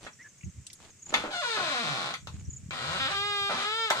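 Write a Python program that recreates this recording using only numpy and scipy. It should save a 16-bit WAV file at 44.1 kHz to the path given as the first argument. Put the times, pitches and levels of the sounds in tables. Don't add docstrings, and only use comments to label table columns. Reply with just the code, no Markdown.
import sys
import numpy as np
from scipy import signal
from scipy.fft import rfft, irfft, next_fast_len
from scipy.io import wavfile
from scipy.ndimage import uniform_filter1d

SR = 44100
rng = np.random.default_rng(int(sys.argv[2]) if len(sys.argv) > 2 else 0)


def materialize(psi):
    bounded = np.clip(np.atleast_2d(psi).T, -1, 1)
    quanta = np.round(bounded * 32767).astype(np.int16)
    wavfile.write(sys.argv[1], SR, quanta)


N = 176400


def amp(db):
    return 10 ** (np.asarray(db) / 20)


def unit_rms(x):
    return x / np.sqrt(np.mean(x ** 2) + 1e-20)


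def along(points, hz):
    freqs, values = np.transpose(points)
    return np.interp(np.log(hz + 1), np.log(freqs + 1), values)


def add(track, start_s, x):
    i = max(round(start_s * SR), 0)
    n = min(x.shape[-1], track.shape[-1] - i)
    track[..., i:i + n] += x[..., :n]


def filtered(x, response):
    n = x.shape[-1]
    padded = 2 * next_fast_len(n // 2 + 4096)
    return irfft(rfft(x, padded) * response(np.fft.rfftfreq(padded, 1 / SR)), padded)[..., :n]


def causal_log(log_gain):
    cepstrum = irfft(log_gain)
    half = cepstrum.shape[-1] // 2
    cepstrum[..., 1:half] *= 2
    cepstrum[..., half + 1:] = 0
    return rfft(cepstrum)


def coloured(x, points):
    return filtered(x, lambda hz: np.exp(causal_log(np.log(unit_rms(amp(along(points, hz)))))))


def stereo_noise(size):
    # freq_hz, correlation
    likeness = [(60, 0.083), (200, 1), (1000, 0.7), (5000, 0.083)]

    def mid_side_gains(hz):
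        angle = np.arccos(np.clip(along(likeness, hz), -1, 1)) / 2
        return np.array([np.cos(angle), np.sin(angle)])
    mid, side = filtered(rng.standard_normal((2, size)), mid_side_gains)
    return np.array([mid + side, mid - side])


def swells(rows, colour, grain_db):
    level = np.zeros(N)
    for start_s, level_db, length_s in rows:
        add(level, start_s, amp(level_db) * np.sqrt(np.hanning(int(length_s * SR))))
    grain = amp(grain_db * unit_rms(uniform_filter1d(rng.standard_normal(N), size=90)))
    return level * unit_rms(coloured(stereo_noise(N) * grain, colour))


def outdoor_air(level_db=-58):
    # freq_hz, gain_db
    colour = [(25, -21.5), (100, 2.5), (800, -22), (2200, -15.5), (4300, -22), (7400, -6.5), (10600, -33)]
    return amp(level_db) * unit_rms(coloured(stereo_noise(N), colour))


def scrapes():
    # start_s, level_db, length_s
    strokes = [(0, -46.5, .1), (.78, -52.5, .14), (1.05, -45, 0.26), (2.28, -59, 0.18)]
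    # freq_hz, gain_db
    colour = [(150, 17.5), (1700, 8), (3200, 7.5), (9000, -2), (14000, -24)]
    return swells(strokes, colour, grain_db=4.5)


def knocks():
    # start_s, level_db, lowpass_hz, fade_s (time to fall 20 dB)
    blows = [(0.065, -33, 2160, 0.013), (1.124, -34, 880, 0.12), (1.138, -33, 8700, 0.0043),
             (1.1408, -11, 4170, 0.0064), (1.149, -32.5, 3800, 0.17), (1.238, -32, 750, 0.09),
             (1.572, -29, 1060, 0.037), (2.139, -23, 5297, 0.0059), (2.272, -26, 5050, 0.0031),
             (2.708, -27.5, 3950, 0.0082), (3.494, -29, 990, 0.087), (3.902, -15, 7800, 0.0084),
             (3.907, -12, 1680, 0.0066)]
    # freq_hz, gain_db
    colour = [(50, -54), (220, -7), (1400, 2), (3900, 0), (5000, -4), (15000, -9)]
    drive, t = np.zeros(N), np.arange(SR // 4) / SR
    for start_s, level_db, lowpass_hz, fade_s in blows:
        burst = coloured(rng.standard_normal(len(t)), colour)
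        burst = unit_rms(signal.lfilter(*signal.butter(2, lowpass_hz, fs=SR), burst))
        add(drive, start_s, burst * amp(level_db - 20 * t / fade_s))
    return panel(door(drive, direct_db=-4.5, flatten=0.29))


def door(drive, direct_db, flatten):
    # freq_hz, t60_s
    decay = [(500, 0.14), (10000, 0.17)]
    n = SR // 4
    hz, frame_s, spectra = signal.stft(stereo_noise(n), SR, nperseg=256)
    fade = amp(-60 * frame_s / along(decay, hz)[:, None])
    ring = signal.istft(spectra * fade, SR, nperseg=256)[1][:, :n]
    ring /= np.linalg.norm(ring[0])
    ring[:, 0] += amp(direct_db)
    spectrum = rfft(ring, SR)
    power = np.mean(np.abs(spectrum) ** 2, axis=0)
    ring = irfft(spectrum * np.exp(-flatten * causal_log(np.log(power + 1e-9) / 2)))[:, :n]
    return signal.fftconvolve(drive[None], ring / np.linalg.norm(ring[0]), axes=1)[:, :N]


def panel(x, mode_db=2, bass_t60_s=0.14, knee_hz=2520):
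    mode_hz = [156, 245, 600, 1040, 1290, 1470, 2350, 3500, 4000]
    t, hz = np.arange(SR // 4) / SR, np.array(mode_hz)[:, None]
    t60_s = bass_t60_s / (1 + hz / knee_hz)
    unity_peak = 2 * np.log(1000) / (t60_s * SR)
    modes = unity_peak * np.cos(2 * np.pi * hz * t) * amp(mode_db - 60 * t / t60_s)
    return x + signal.fftconvolve(x, modes.sum(axis=0)[None], axes=1)[:, :N]


def keys(squeak_s=0.052, squeak_db=-49, crack_t60_s=0.055):
    # start_s, level_db, ring_hz, t60_s
    clinks = [(.409, -49, 2350, .025), (.433, -50, 2400, .025), (.667, -38, 8005, .085),
              (.701, -45, 5600, .02), (.731, -41.5, 9520, .06)]
    # start_s, from_hz, to_hz
    squeaks = [(0.186, 1800, 2165), (0.234, 1750, 1703)]
    out, t = np.zeros((2, N)), np.arange(SR // 4) / SR
    for start_s, level_db, ring_hz, t60_s in clinks:
        ring = 0.5 * amp(-60 * t / t60_s) * np.sin(2 * np.pi * ring_hz * t)
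        low_hz, high_hz = max(ring_hz / 3, 1900), 1.25 * ring_hz
        crack = unit_rms(filtered(stereo_noise(len(t)), lambda hz: (hz > low_hz) & (hz < high_hz)))
        add(out, start_s, amp(level_db) * (ring + crack * amp(-60 * t / crack_t60_s)))
    n = int(squeak_s * SR)
    envelope = amp(squeak_db) * np.sqrt(2 * np.hanning(n))
    for start_s, from_hz, to_hz in squeaks:
        jitter = 1 + 0.25 * rng.standard_normal(len(t))[:n]
        pitch_hz = np.linspace(from_hz, to_hz, n) * jitter
        add(out, start_s, envelope * np.sin(2 * np.pi * np.cumsum(pitch_hz) / SR))
    return out


def bumps():
    # start_s, level_db, length_s
    thuds = [(.435, -35, 0.071), (.545, -39, 0.087), (2.15, -41, 0.43), (2.475, -32, 0.027),
             (2.51, -43, 0.25), (2.7, -49, 0.72), (3.39, -47.5, 0.09)]
    # freq_hz, gain_db
    colour = [(25, -39), (80, 1.5), (150, -4), (330, -27), (3000, -124)]
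    return swells(thuds, colour, grain_db=7.0)


def birds(note_s=0.02, fall_hz=1210, loudest_hz=7620, hz_per_db=75, flock_per_s=16, echo_t60_s=0.11):
    # start_s, level_db
    chirps = [(1.019, -42.5), (1.053, -40.5), (1.085, -39), (2.495, -40.5), (2.526, -40.5), (2.558, -39)]
    out, n = np.zeros(N), int(note_s * SR)
    draws = rng.random((200, 3))[:int(flock_per_s * N / SR)]
    flock = [(when * N / SR, 6400 + 1000 * high, -59 + 8 * loud) for when, high, loud in draws]
    loudest_db = max(db for _, db in chirps)
    near = [(start_s, loudest_hz + hz_per_db * (db - loudest_db), db) for start_s, db in chirps]
    for start_s, start_hz, level_db in near + flock:
        pitch_hz = start_hz - fall_hz * np.linspace(0, 1, n)
        add(out, start_s, amp(level_db) * np.hanning(n) * np.sin(2 * np.pi * np.cumsum(pitch_hz) / SR))
    t = np.arange(SR // 2) / SR
    echo = rng.standard_normal((2, len(t))) * amp(-60 * t / echo_t60_s)
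    echo /= np.linalg.norm(echo[0])
    return out + amp(-3.5) * signal.fftconvolve(out[None], echo, axes=1)[:, :N]


def pulses(times_s, sizes):
    centres = times_s[:, None] * SR
    taps = np.floor(centres).astype(int) + np.arange(-7, 9)
    shape = np.sinc(taps - centres) * np.cos(np.pi * (taps - centres) / 16) ** 2
    return np.bincount(np.clip(taps, 0, N).ravel(), (sizes[:, None] * shape).ravel(), N + 1)[:N]


def stick_slip(path, locks, lock_roughness=0.16, grit_per_s=800, swing_rad_per_s=3.017):
    # freq_hz, gain_db
    creak_colour = [(70, -16), (155, 0.5), (320, -8), (600, -1), (1300, 3), (2400, -3), (4000, -2),
                    (5300, -11.5), (9000, -20), (11000, -39)]
    # freq_hz, gain_db
    tone_colour = [(120, -21.5), (410, -3), (820, -3.5), (1230, 6), (1640, 1), (2700, -2), (3650, 4),
                   (4500, -10), (4950, -6.5), (5700, -20), (7700, -18), (11000, -38.5)]
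    time_s, rate_hz, level_db, roughness = np.transpose(path)
    t = np.arange(N) / SR
    moving = (t >= time_s[0]) & (t <= time_s[-1])
    rate = np.interp(t, time_s, rate_hz)
    level = moving * amp(np.interp(t, time_s, level_db))
    rough = np.interp(t, time_s, roughness)

    cycles = np.cumsum(rate * moving) / SR
    slips = np.arange(1, int(cycles[-1]))
    at = np.searchsorted(cycles, slips)
    timing_draw, size_draw = rng.standard_normal((1000, 2))[:len(slips)].T
    drift = signal.lfilter([1], [1, -0.7], 0.1986 * rough[at] * timing_draw)
    slip_s = np.interp(slips + drift, cycles[moving], t[moving])
    sizes = level[at] * np.sqrt(SR / rate[at]) * amp(1.5 * np.sqrt(rough[at]) * size_draw)
    locked = locks * np.exp(-(rough[at] / lock_roughness) ** 2)

    grit = unit_rms((rng.random(N) < grit_per_s / SR) * rng.standard_normal(N))
    hiss = amp(-15) * rng.standard_normal(N)
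    rub = level * rough * (amp(9.5) * np.sqrt(rough) * grit + hiss)
    creak = coloured(pulses(slip_s, sizes * (1 - locked)) + rub, creak_colour)
    tone = door(coloured(pulses(slip_s, sizes * locked), tone_colour), direct_db=0, flatten=0.86)
    angle = swing_rad_per_s * t
    first, second = (door(creak, direct_db=-6.5, flatten=0.34) for _ in range(2))
    return panel(np.cos(angle) * first + np.sin(angle) * signal.hilbert(second).imag) + tone


def hinge():
    # time_s, slips_per_s, level_db, roughness (0-1)
    swing = [(1.305, 817, -37.5, 0.2), (1.35, 707, -33.5, 0.2), (1.405, 707, -33.5, 0.01),
             (1.435, 494, -32, 0.09), (1.56, 430, -30, 0.08), (1.59, 382, -33, 0.36),
             (1.75, 250, -31, 0.12), (1.825, 226, -32.5, 0.01), (1.85, 155, -32, 0.27),
             (1.92, 145.5, -33, 0.15), (2.03, 76.5, -33.5, 0.24), (2.15, 38, -38, 0.31)]
    # time_s, slips_per_s, level_db, roughness (0-1)
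    pull = [(2.71, 50.1, -41.5, 0.53), (2.86, 145.8, -33.5, 0.223), (2.96, 184.3, -33.5, 0.334),
            (3.0, 269.5, -27, 0.053), (3.07, 265.8, -27, 0.046), (3.11, 398.7, -28, 0.18),
            (3.17, 398.2, -29.5, 0.013), (3.27, 411.9, -30.5, 0.006), (3.42, 400.9, -29.5, 0.008),
            (3.488, 401.7, -30, 0.016), (3.53, 377.3, -38.5, 0.72), (3.65, 411, -28.5, 0.097),
            (3.77, 453, -30.5, 0.032), (3.85, 451, -28, .012), (3.91, 396, -37, 0.11),
            (4.0, 135.9, -32.5, 0.59)]
    return stick_slip(swing, locks=False) + stick_slip(pull, locks=True)


def from_left(x, lead_s=0.00016):
    # freq_hz, gain_db
    balance = [(2000, -0.5), (4000, 5)]
    side = np.array([[0.5], [-0.5]])
    return filtered(x, lambda hz: amp(side * along(balance, hz)) * np.exp(2j * np.pi * hz * side * lead_s))


def scene():
    cab = from_left(hinge() + knocks())
    close = keys() + scrapes() + bumps()
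    return cab + close + birds() + outdoor_air()


def record(dry):
    return filtered(dry, lambda hz: hz < 15400)


dry = scene()
out = record(dry)
materialize(out)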